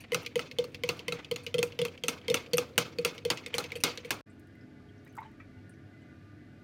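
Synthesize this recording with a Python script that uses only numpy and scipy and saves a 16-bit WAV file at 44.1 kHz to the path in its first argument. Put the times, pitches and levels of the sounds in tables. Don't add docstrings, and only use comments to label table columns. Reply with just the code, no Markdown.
import sys
import numpy as np
from scipy import signal
from scipy.fft import rfft, irfft
from scipy.io import wavfile
from scipy.ndimage import uniform_filter1d

SR = 44100
rng = np.random.default_rng(int(sys.argv[2]) if len(sys.argv) > 2 else 0)


def magnitude_from_level(level_db):
    exponent = np.asarray(level_db, float) / 20
    return 10 ** exponent


def materialize(psi):
    bounded = np.clip(np.atleast_2d(psi).T, -1, 1)
    quanta = np.round(bounded * 32767).astype(np.int16)
    wavfile.write(sys.argv[1], SR, quanta)


N = 292716

BREAK = [
    4.2115,
    4.258,
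    4.272,
]
STOP_S, POUR_S, FULL_S = BREAK
# pitch_hz, level_db (per Hz)
TINES = [(4000, -11), (6300, -1), (7600, -9), (9400, -3), (10400, -16), (12000, -7), (12700, -14),
         (14500, -12.5), (15600, -14), (16500, -29)]
# pitch_hz, level_db, t60_s
STEEL = [(2300, 6.5, .04), (2600, 15.5, 0.02), (4450, 3, 0.033), (5900, -0.5, 0.025), (6960, -6.5, 0.015),
         (7800, -6.5, 0.044), (9350, 2.5, 0.03), (9970, -11, 0.016), (11100, -9.5, 0.034),
         (12300, -8, 0.03), (13210, -15.5, 0.053), (14300, -1, 0.034)]
# t60_s, level_db (under the blow)
ROOM = [
    (0.28, -24),
    (0.34, -12),
    (0.13, -26.5),
    (0.98, -26),
]


def level(x, db):
    return x * magnitude_from_level(db) / np.sqrt(np.mean(x ** 2))


def peak_one(x):
    return x / np.max(np.abs(x))


def decay(t, t60):
    return 1000. ** (-t / t60)


def onset(t, rise_s):
    return 1 - np.exp(-t / rise_s)


def sine(hz, t):
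    return np.sin(2 * np.pi * hz * t)


def coloured(points, size):
    hz, db = np.transpose(points)
    f = np.fft.rfftfreq(size, 1 / SR) + 1
    gain = magnitude_from_level(np.interp(np.log(f), np.log(hz), db))
    return level(irfft(rfft(rng.standard_normal(size)) * gain, size), 0)


def narrow(hz, width):
    skirt = [(hz - 3 * width, -110), (hz - width / 2, 0), (hz + width / 2, 0), (hz + 3 * width, -110)]
    return coloured(skirt, size=N)


def walk(rate):
    k = int(SR / rate)
    steps = np.repeat(rng.standard_normal(N // k + 1), k)
    smooth = uniform_filter1d(uniform_filter1d(steps, k), k)
    return level(smooth[:N], 0)


def ring(modes, t, scatter_db, detune):
    hz, db, t60 = np.transpose(modes)[:, :, None]
    chance = rng.standard_normal((3, len(modes), 1))
    gain = np.sign(chance[2]) * magnitude_from_level(db + scatter_db * chance[0])
    tones = gain * sine(hz * (1 + detune * chance[1]), t) * decay(t, t60)
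    return peak_one(np.sum(tones, axis=0))


def add(out, s, x):
    i = int(s * SR)
    out[i:i + len(x)] += x[:N - i]


def kitchen():
    # pitch_hz, level_db (per Hz)
    air_colour = [(25, -48), (58, -21.5), (86, -1), (194, -9.5), (259, -4.5), (461, -19.5), (740, -19),
                  (800, -33), (1100, -32.5), (1500, -28.5), (4600, -38), (8000, -49.5), (14300, -55),
                  (15200, -81.5)]
    # pitch_hz, level_db (rms), wander_width_hz
    fridge = [(43.3, -75.5, 1.8), (86.2, -77, 3.3), (100.2, -60, 6.5), (136.4, -67, 5.6),
              (146.5, -65.5, 4.4), (183.7, -70, 2.5), (209.5, -68, 0.72), (256.2, -64, 9),
              (301.8, -65, 4.4), (333.7, -67, 8), (416, -70, 1.7)]
    air = magnitude_from_level(-55.5 + 0.4 * walk(7)) * coloured(air_colour, size=N)
    return air + sum(magnitude_from_level(db) * narrow(hz, width) for hz, db, width in fridge)


def slosh(stir_db=-55.5, rise_db_s=136.5, fall_db_s=134.5, grain_db=4.0):
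    # time_s, level_db
    surges = [(0.0, -53), (0.72, -61), (1.16, -47), (1.73, -59), (2.36, -47.5), (2.89, -64.5), (3.09, -54),
              (3.57, -41), (3.72, -52), (3.97, -56.5), (4.15, -51.5)]
    # pitch_hz, level_db (per Hz)
    colour = [(300, 11.5), (900, 6), (1600, 6.5), (2300, 12), (3200, 4.5), (4600, -7), (7000, -14),
              (11000, -31.5), (16000, -41.5)]
    t, flow = np.arange(N) / SR, magnitude_from_level(stir_db)
    for s, db in surges:
        flow = flow + magnitude_from_level(db + np.minimum(rise_db_s * (t - s), -fall_db_s * (t - s)))
    grain = magnitude_from_level(-9.5 + grain_db * walk(110) + 2.2 * walk(30))
    return flow * grain * coloured(colour, size=N)


def ticks(rate=70, tick_db=-62, spread_db=3, most_db=8, t60=.016):
    out, t = np.zeros(N), np.arange(1024) / SR
    for k, (a, b, c) in enumerate(rng.random((400, 3))):
        peak_db = tick_db + min(-spread_db * np.log(1 - b), most_db)
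        rising = sine(1500 * 3.3 ** c * (1 + 3.0 * t), t)
        add(out, min((k + a) / rate, STOP_S), magnitude_from_level(peak_db) * rising * decay(t, t60))
    return out


def grazes(grip_t60_s=.018):
    # start_s, peak_db, length_s
    brushes = [(.004, -43, 0.015), (0.132, -31.5, 0.0076), (0.219, -44, 0.0033), (0.23, -40, 0.0034),
               (0.378, -37, 0.0033), (0.458, -56, .02), (0.718, -55, 0.022), (0.877, -43, 0.0031),
               (0.969, -45, 0.013), (1.096, -46, .008), (1.192, -70, .025), (1.34, -41, 0.0025),
               (1.434, -47, 0.014), (1.67, -45.5, 0.019), (2.046, -40, 0.013), (2.308, -34, 0.0058),
               (2.422, -55, .012), (2.571, -28.5, 0.002), (2.758, -54, 0.0036), (2.983, -50, 0.0027),
               (3.013, -45.5, 0.0082), (3.147, -46, 0.011), (3.267, -52.5, 0.011), (3.481, -45.5, 0.0072),
               (3.758, -35.5, 0.013), (3.803, -38.5, 0.0096), (3.952, -49, 0.0094), (4.053, -41, 0.012),
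               (4.091, -54, .003), (2.536, -27, 0.0054), (3.548, -29, 0.012)]
    out, t = np.zeros(N), np.arange(4096) / SR
    for s, peak_db, length in brushes:
        slide = np.exp(-t / length)
        gripped = ring(STEEL, t, scatter_db=3.5, detune=0.013) * decay(t, grip_t60_s)
        rough = rng.standard_normal(len(t)) ** 3 * slide
        y = signal.fftconvolve(gripped, rough)[:len(t)]
        hiss = magnitude_from_level(-18.0) * slide * coloured(TINES, size=len(t))
        add(out, s, magnitude_from_level(peak_db) * (peak_one(y) + hiss))
    return out


def blows():
    # start_s, peak_db, ring_hz, second_ring_hz
    touches = [(0.039, -39.5, 2380, 2900), (0.249, -34, 2700, 3060), (0.2625, -22.5, 2490, 2970),
               (0.513, -27, 2620, 2170), (0.7455, -26.5, 2680, 3200), (0.9926, -27, 3110, 2680),
               (1.246, -30.5, 2560, 3160), (1.465, -20.5, 2924, 2470), (1.722, -34, 2720, 3080),
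               (1.977, -35, 2650, 3070), (2.215, -40.5, 3170, 2600), (2.4621, -35.5, 2600, 2980),
               (3.1796, -28.5, 2900, 2300), (3.4372, -41, 2170, 2600), (3.462, -23, 2200, 2590),
               (3.704, -38, 2600, 2970), (3.719, -25, 2300, 2100), (3.9747, -24, 2970, 2250)]
    # start_s, peak_db, ring_hz, second_ring_hz, air_db (against the click)
    flats = [(0.1199, -22, 2970, 2110, -2), (0.3568, -18.5, 3080, 2020, -3.5),
             (0.586, -17.5, 3110, 3570, -2), (0.836, -18.5, 3060, 2010, -3.5),
             (1.0815, -18, 3090, 1990, -8.5), (1.313, -20.5, 3120, 2190, -4.5),
             (1.5422, -18.5, 3180, 2480, -4.5), (1.5828, -19.5, 2640, 3320, -0.5),
             (1.5899, -21, 3170, 3550, -4.5), (1.7901, -19.5, 3070, 2040, -2.5),
             (1.8161, -20, 3350, 2820, -1), (1.8828, -32.5, 2600, 3150, -6), (1.938, -47, 2120, 2600, -14),
             (2.0369, -18.5, 3220, 2650, -9), (2.1302, -34.5, 2720, 2200, -11),
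             (2.1843, -40, 2120, 2600, -11), (2.2815, -19.5, 3210, 2170, -6.5),
             (2.3002, -18, 3640, 5240, -1), (2.316, -25.5, 2200, 2980, -5.5), (2.5335, -18, 4550, 4250, 2),
             (2.986, -21.5, 2495, 4600, 1.5), (3.251, -20.5, 3230, 2560, -4), (3.541, -17, 2350, 3090, -10),
             (3.755, -27.5, 3110, 2500, -5), (4.0479, -32, 2270, 2350, -3.5)]
    # start_s, peak_db, ring_hz, air_db, treble_db (last two against the click)
    edges = [(0.1454, -15, 2500, -14, -15), (0.393, -21, 2700, -21, -19), (0.6411, -32, 4250, -6.5, -14.5),
             (0.89, -14.5, 2600, -13, -15.5), (1.1227, -20, 2550, -12, -17),
             (1.3601, -25.5, 2620, -14.5, -18), (1.439, -58, 2120, -1, -8),
             (1.6287, -17.5, 2450, -7.5, -12), (1.851, -22.5, 2500, -10.5, -12),
             (2.0825, -13.5, 2610, -19, -12), (2.3426, -14, 2687, -15, -12.5),
             (2.5817, -13.5, 2570, -12, -11), (2.7788, -8, 1486, -18, -11.5),
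             (3.049, -12, 2590, -12.5, -13.5), (3.091, -35, 2570, -4.5, -16),
             (3.302, -12.5, 2800, -24.5, -13), (3.373, -27, 2600, -34, -22),
             (3.5821, -15, 3960, -17.5, -13.5), (3.6403, -28.5, 2590, -15.5, -18),
             (3.8372, -8.5, 5210, -28.5, -9.5), (3.8884, -31, 4400, -11, -16),
             (4.1063, -15, 1606, -34, -10.5)]
    found = []
    for s, db, hz, hz2, air_db in flats:
        treble_db = -20 + 8 * np.log2(hz / 3013)
        found.append((s, db, hz, hz2, air_db, -23.5, treble_db))
    for s, db, hz, air_db, treble_db in edges:
        found.append((s, db, hz, 1.08 * hz, air_db, -16, treble_db))
    for s, db, hz, hz2 in touches:
        treble_db = -28 + 0.85 * (db + 30.5)
        found.append((s, db, hz, hz2, -19, -45.5, treble_db))
    return sorted(found)


def causal(cepstrum):
    half = len(cepstrum) // 2
    return cepstrum * np.concatenate([[1], 2 * np.ones(half - 1), [1], np.zeros(half - 1)])


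def crack(colour, t, t60, rise_s, patchy_db=4.5, patch_hz=260, tick_db=2.0, tick_s=0.00066):
    # delay_s, level_db
    echoes = [
        (.0045, -14.5),
        (.009, -15),
        (0.015, -27.5),
    ]
    fall = onset(t, rise_s) * (decay(t, t60) + magnitude_from_level(tick_db) * np.exp(-t / tick_s))
    shape = fall + sum(magnitude_from_level(db) * np.interp(t - s, t, fall, left=0) for s, db in echoes)
    f = np.fft.rfftfreq(len(t), 1 / SR)
    spots = np.tanh(rng.standard_normal(256))
    patches = magnitude_from_level(patchy_db * np.interp(f / patch_hz, np.arange(256), spots))
    response = np.exp(rfft(causal(irfft(np.log(patches)))))
    burst = coloured(colour, size=len(t)) * shape
    return peak_one(irfft(rfft(burst) * response, len(t)))


def room(energy, colours, build_s=0.002, grain_db=2.8):
    # pitch_hz, level_db (against the tail), width_hz
    tail_rings = [(962, -14.5, 71), (1210, -16.5, 100), (1550, -19, 70), (2170, -11.5, 60),
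                  (2555, -10, 100), (3110, -17, 60), (3520, -14, 70), (4250, -20, 89), (4600, -18.5, 70),
                  (5240, -19.5, 50), (5710, -18.5, 40), (6315, -18.5, 44)]
    out, build = 0, np.exp(-1 / (build_s * SR))
    tones = [coloured(colour, size=N) for colour in colours]
    rings = sum(magnitude_from_level(db + 1.5 + 2.3 * walk(25)) * narrow(hz, width) for hz, db, width in tail_rings)
    tones[0] = tones[0] + rings
    for part, tone, (t60, db) in zip(energy, tones, ROOM):
        power = signal.lfilter([1], [1, -np.exp(-2 * np.log(1000) / (t60 * SR))], part)
        power = signal.lfilter([1 - build], [1, -build], power)
        out = out + magnitude_from_level(db + grain_db * walk(90)) * np.sqrt(np.abs(power)) * tone
    return out


def fork(beat_hz=40, beat=0.74, base_rise_s=0.012, rise_s=0.00057, flat_from_db=-17, flat_span_db=9):
    # pitch_hz, level_db (per Hz)
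    upper_colour = [(900, -31), (1750, -14), (2150, 2), (2380, 0), (2620, -1.5), (2900, -1.5), (3200, -0.5),
                    (3700, -4), (4550, -3), (4900, -5.5), (5300, -8), (6500, -12.5), (7200, -13),
                    (9000, -35)]
    # pitch_hz, level_db (per Hz)
    lower_colour = [(150, -26.5), (260, 4.5), (600, 0.5), (760, -3.5), (950, -4), (1100, -2), (1300, 0.5),
                    (1550, -6), (1750, -9.5), (2300, -29.5)]
    # pitch_hz, level_db, t60_s
    soft_modes = [(2076, -6, 0.082), (2270, -4, 0.02), (2570, -4, 0.055), (3170, 1, 0.03),
                  (3560, -5.5, 0.047), (4380, 0, 0.031), (5250, -2, 0.0044)]
    # pitch_hz, level_db, t60_s
    hard_modes = [(2200, -5.5, 0.038), (2500, 3, 0.037), (2640, 2.5, 0.028), (2830, -1, .03),
                  (2980, -1.5, .03), (3490, -4, .03), (4013, -4.5, 0.018), (4600, 1, 0.054),
                  (5230, -5.5, 0.042), (6070, -4, 0.017)]
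    # pitch_hz, level_db, t60_s
    air_modes = [(481.6, 4, 0.15), (347, -18.5, 0.059), (583, -20.5, 0.13), (500, -17.5, 0.068),
                 (446, -10.5, 0.11)]
    # pitch_hz, level_db, t60_s
    base_modes = [(166, -1, 0.1614), (124.4, -11, 0.26), (222, -5, 0.065)]
    # pitch_hz, level_db (per Hz)
    low_room = [(90, -22), (150, -6.5), (300, -4.5), (420, -0.5), (485, 7), (560, -1.5), (750, -40)]
    out, t = np.zeros(N), np.arange(8192) / SR
    energy = np.zeros((len(ROOM), N))
    for s, peak_db, hz, hz2, air_db, lower_db, treble_db in blows():
        flat = np.clip((air_db - flat_from_db) / flat_span_db, 0, 1)
        focused = [(f, db - 5.5 * abs(np.log2(f / hz))) for f, db in upper_colour]
        wall = magnitude_from_level(-2.5 - 8 * flat) * crack(focused, t, 0.023, rise_s)
        wall += flat * magnitude_from_level(-4.0) * ring(soft_modes, t, scatter_db=3.0, detune=0.017)
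        hard_gain = (1 - flat) * magnitude_from_level(-6.0 + 0.43 * (lower_db + 14.5))
        wall += hard_gain * ring(hard_modes, t, scatter_db=6.0, detune=0.021)
        pair = sine(hz, t) - magnitude_from_level(-3.0) * sine(hz2, t)
        wall += magnitude_from_level(-8.0 + 4.3 * flat) * pair * decay(t, 0.028)
        linger = [(hz - 400, -30), (hz - 110, 0), (hz + 110, 0), (hz + 400, -30)]
        wall += magnitude_from_level(-29) * coloured(linger, size=len(t)) * decay(t, .16)

        tines = crack(TINES, t, 0.0072, rise_s, patchy_db=3.5)
        tines += magnitude_from_level(-17.0 + 3.6 * flat) * ring(STEEL, t, scatter_db=4.5, detune=0.023)
        lower = crack(lower_colour, t, 0.031, 3 * rise_s)

        swell_hz = beat_hz * magnitude_from_level(-0.35 * np.clip(peak_db + air_db + 22, -4, 12))
        swell = 1 - beat * np.cos(2 * np.pi * swell_hz * t) * np.exp(-t / 0.043)
        air = ring(air_modes, t, scatter_db=2.5, detune=0.0086) * swell
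        base = ring(base_modes, t, scatter_db=-4.0, detune=0.022) * onset(t, base_rise_s)
        base_gain = magnitude_from_level(air_db - 9.0) + magnitude_from_level(lower_db - 7.5)

        parts_db = np.array([-3, lower_db + 1.5, treble_db + 10.0, air_db - 0.5])
        blow = magnitude_from_level(parts_db) @ np.array([peak_one(wall), lower, tines, air]) + base_gain * base
        add(out, s, magnitude_from_level(peak_db) * blow)
        send_db = peak_db + parts_db - 2.8 * flat + 0.3 * (lower_db + 18)
        energy[:, int(s * SR)] = magnitude_from_level(send_db) ** 2
    out = signal.sosfilt(signal.butter(2, 90, "high", fs=SR, output="sos"), out)
    return out + room(energy, [upper_colour, lower_colour, TINES, low_room])


def belly(t60=0.034, bright_t60=.03, rise_s=.0008):
    # start_s, peak_db,
    # pitch_hz
    belly_notes = [(.1199, -38, 987), (0.145, -26.5, 1260), (.1454, -27, 1470), (0.3567, -39, 960),
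                   (0.392, -29, 1320), (.5866, -39, 885), (.6419, -43.5, 1190), (0.837, -36, 1020),
                   (.89, -32, 1320), (.89, -33, 1010), (1.081, -33.5, 1020), (1.123, -30.5, 1320),
                   (1.3144, -39.5, 995), (1.3603, -47, 1168), (1.5414, -37, 1350), (1.6298, -32.5, 1380),
                   (1.7904, -43, 870), (1.851, -33, 1084), (2.0369, -43, 940), (2.0827, -25.5, 1320),
                   (2.2824, -42, 960), (2.3434, -23.5, 1350), (2.5819, -26, 1237), (2.7787, -35.5, 940),
                   (2.9848, -48, 940), (3.048, -24, 1366), (3.251, -42, 940), (3.302, -26.5, 967),
                   (3.302, -30, 1620), (3.5415, -44, 904.7), (3.5823, -34, 820), (3.8368, -24, 1454),
                   (3.8376, -30, 1025), (.997, -43, 466), (1.148, -38, 474), (1.252, -44, 475),
                   (2.5441, -26.5, 470)]
    # start_s, peak_db, pitch_hz
    bright_notes = [(.1454, -29, 3948), (.1454, -22, 5910), (.393, -30, 2040), (.393, -40, 3220),
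                    (.5866, -37, 4390), (.6419, -40, 2730), (.836, -25, 2266), (.89, -28, 4010),
                    (.89, -28, 4380), (1.0814, -32, 2520), (1.1227, -26.5, 3900), (1.3138, -32, 4360),
                    (1.3601, -34, 4250), (1.6284, -32, 3250), (1.6284, -30.5, 4600), (1.851, -39, 2120),
                    (2.0827, -29, 2190), (2.0827, -32, 3500), (2.0827, -20.5, 6217), (2.3422, -21, 6080),
                    (2.3422, -32, 2217), (2.5326, -24.5, 3210), (2.5817, -28, 3456), (2.5817, -29, 5900),
                    (2.7786, -17, 2900), (2.7786, -23, 4600), (2.9858, -31, 4340), (3.048, -27, 3310),
                    (3.048, -26, 4600), (3.302, -19, 4570), (3.302, -24, 4920), (3.5823, -23, 4100),
                    (3.8373, -19, 3780), (3.8373, -30, 2500), (4.1064, -31, 2430), (.133, -24, 2080),
                    (1.3601, -32, 6750), (1.3601, -42, 14600), (2.5711, -21, 9000), (2.5711, -21, 12400),
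                    (2.7786, -32, 5500), (2.7786, -33, 6540), (3.302, -27, 6720), (3.462, -34, 3600),
                    (3.462, -36, 7950), (3.7186, -31, 2300), (1.5901, -29, 8850), (3.757, -44, 14200),
                    (3.757, -40, 4460), (1.465, -34, 2170), (1.5827, -35, 5250)]
    out, t = np.zeros(N), np.arange(4096) / SR
    for notes, fade in ((belly_notes, t60), (bright_notes, bright_t60)):
        for s, peak_db, hz in notes:
            damping = max(1, hz / 4500) * min(1, hz / 1100)
            add(out, s, magnitude_from_level(peak_db) * sine(hz, t) * onset(t, rise_s) * decay(t, fade / damping))
    return out


def stream(rate=45, patter_db=-66, spread_db=2.0, drop_t60=.025, rise_s=0.0011):
    drops = list([(4.717, -57, 1580), (4.804, -52, 1200), (5.058, -60.5, 3820), (5.135, -57, 2950),
                  (5.57, -55, 1540), (5.695, -54, 1710), (5.737, -54, 2250), (5.838, -54, 1500),
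                  (5.965, -54, 1480), (6.02, -58, 2950), (6.025, -52, 1600), (6.053, -55, 1440),
                  (6.214, -53, 1680), (6.329, -52, 1470), (6.45, -54, 1550)])
    # start_s, length_s, pitch_hz, level_db (rms)
    singing = [(5.9, .13, 2020, -69), (6.09, .06, 2020, -71), (6.34, .14, 2010, -73),
               (5.76, .08, 1190, -73), (6.1, .08, 1190, -73), (6.2, .16, 1200, -69), (5.55, .06, 870, -73)]
    # start_s, level_db, t60_s
    spray = [
        (5.065, -62, 0.14),
        (5.178, -57, 0.29),
        (5.228, -59.5, 0.38),
        (5.398, -63, 0.24),
    ]
    # pitch_hz, level_db (per Hz)
    spray_colour = [(600, -20), (900, 1), (2200, 5), (3800, -20), (6000, -17), (12000, -35)]
    out, t = np.zeros(N), np.arange(8192) / SR
    for k, (a, b, c) in enumerate(rng.random((400, 3))):
        s = POUR_S + (k + a) / rate
        if s < N / SR:
            drops.append((s, patter_db - spread_db * np.log(1 - b), 1350 * 1.8 ** (c * c)))
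    u = t[:2048]
    for s, peak_db, hz in drops:
        rising = sine(hz * (1 + 0.52 * u), u)
        add(out, s, magnitude_from_level(peak_db) * rising * onset(u, rise_s) * decay(u, drop_t60))
    for s, length, hz, db in singing:
        swell = np.sqrt(np.sin(np.pi * np.clip(t / length, 0, 1)) ** 2)
        add(out, s, magnitude_from_level(db + 3.0) * sine(hz, t) * swell)
    for s, db, t60 in spray:
        grain = magnitude_from_level(db + 2.3 * walk(140)[:len(t)])
        add(out, s, grain * coloured(spray_colour, size=len(t)) * decay(t, t60))
    return out


def milk(glide=0.098, rise_s=0.00097, flutter_db=3.0, tail_t60=0.1, froth_t60=0.039, wobble=.015):
    # start_s, peak_db, pitch_hz, t60_s
    bubbles = [(4.298, -66.5, 8250, 0.056), (4.553, -52.5, 2030, 0.034), (4.61, -53.5, 5000, 0.012),
               (4.887, -54, 3170, 0.021), (4.98, -57.5, 5940, .015), (5.168, -56, 7470, 0.016),
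               (5.183, -51, 3520, 0.013), (5.402, -58.5, 3390, 0.012), (6.02, -68, 7300, .015),
               (5.067, -51, 1880, 0.031), (5.076, -50, 2300, 0.033), (5.095, -54.5, 5930, 0.017),
               (5.153, -47, 1430, 0.017), (5.168, -41.5, 1300, 0.017), (5.177, -31.5, 977, 0.025),
               (5.183, -34, 860, 0.051), (5.185, -32, 2100, 0.018), (5.207, -38, 910, 0.022),
               (5.218, -32, 1010, 0.016), (5.231, -42, 990, 0.013), (5.236, -46, 1600, 0.018),
               (5.182, -39, 1460, 0.016), (5.229, -55, 4000, 0.025), (5.228, -60, 3580, 0.046),
               (5.246, -58, 3000, 0.065), (5.25, -49, 864, 0.11), (5.4, -50, 1280, 0.041),
               (5.401, -48, 2320, 0.095), (5.401, -45.5, 1880, 0.028), (5.694, -48.5, 9200, 0.015),
               (5.737, -58, 5800, 0.014)]
    # start_s, peak_db, pitch_hz
    froth = [(4.3324, -70, 12200), (4.395, -55, 11200), (4.4712, -62, 10400), (4.5524, -66, 14900),
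             (5.0479, -56, 12800), (5.075, -59.5, 7540), (5.0894, -66.5, 9310), (5.1253, -61, 12000),
             (5.153, -53, 12500), (5.167, -49, 7560), (5.2044, -58, 12900), (5.2494, -72, 7300),
             (5.3144, -66, 9750), (5.695, -60, 9430), (5.7364, -72, 7050)]
    # pitch_hz, level_db (rms), width_hz
    trickle = [(1190, -78.5, 39), (1469, -72, 58), (1723, -73.5, 250), (2030, -76, 35), (2250, -82, 37),
               (858, -84, 32), (2446, -84.5, 39), (2800, -87.5, 51)]
    out, t = np.zeros(N), np.arange(4096) / SR
    for s, peak_db, hz, t60 in bubbles:
        tremble = wobble * (1 + hz / 2500) * coloured([(40, -13), (300, 6), (900, -42)], size=len(t))
        pitch = hz * (1 + glide * t / t60 + tremble)
        tone = np.sin(2 * np.pi * np.cumsum(pitch) / SR)
        add(out, s, magnitude_from_level(peak_db) * tone * onset(t, rise_s) * decay(t, t60))
    tail = rng.standard_normal(len(t)) * decay(t, tail_t60)
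    out += magnitude_from_level(-26.0) * signal.fftconvolve(out, tail)[:N]
    for s, peak_db, hz in froth:
        colour = [(hz / 6.1, -25), (hz / 1.6, -3), (hz, 0), (hz * 1.2, -5)]
        add(out, s, magnitude_from_level(peak_db - 8) * coloured(colour, size=len(t)) * decay(t, froth_t60))
    return out + sum(magnitude_from_level(db + flutter_db * walk(25)) * narrow(hz, width) for hz, db, width in trickle)


def scene():
    t, hum = np.arange(N) / SR, kitchen()
    before = t < STOP_S
    after = np.clip((t - POUR_S) / (FULL_S - POUR_S), 0, 1)
    beating = slosh() + ticks() + grazes() + fork() + belly()
    pouring = stream() + milk()
    return (before * (beating + hum) + after * (pouring + hum))[None]


def low_pass(x):
    return signal.sosfilt(signal.butter(12, 16990, fs=SR, output="sos"), x)


def record(dry):
    dry = signal.sosfilt(signal.butter(4, 36, "high", fs=SR, output="sos"), dry)
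    dry = .7 * np.tanh(dry / .7)
    dry = signal.sosfilt(signal.cheby2(10, 50, 17050, fs=SR, output="sos"), dry)
    return low_pass(dry)


dry = scene()
out = record(dry)
materialize(out)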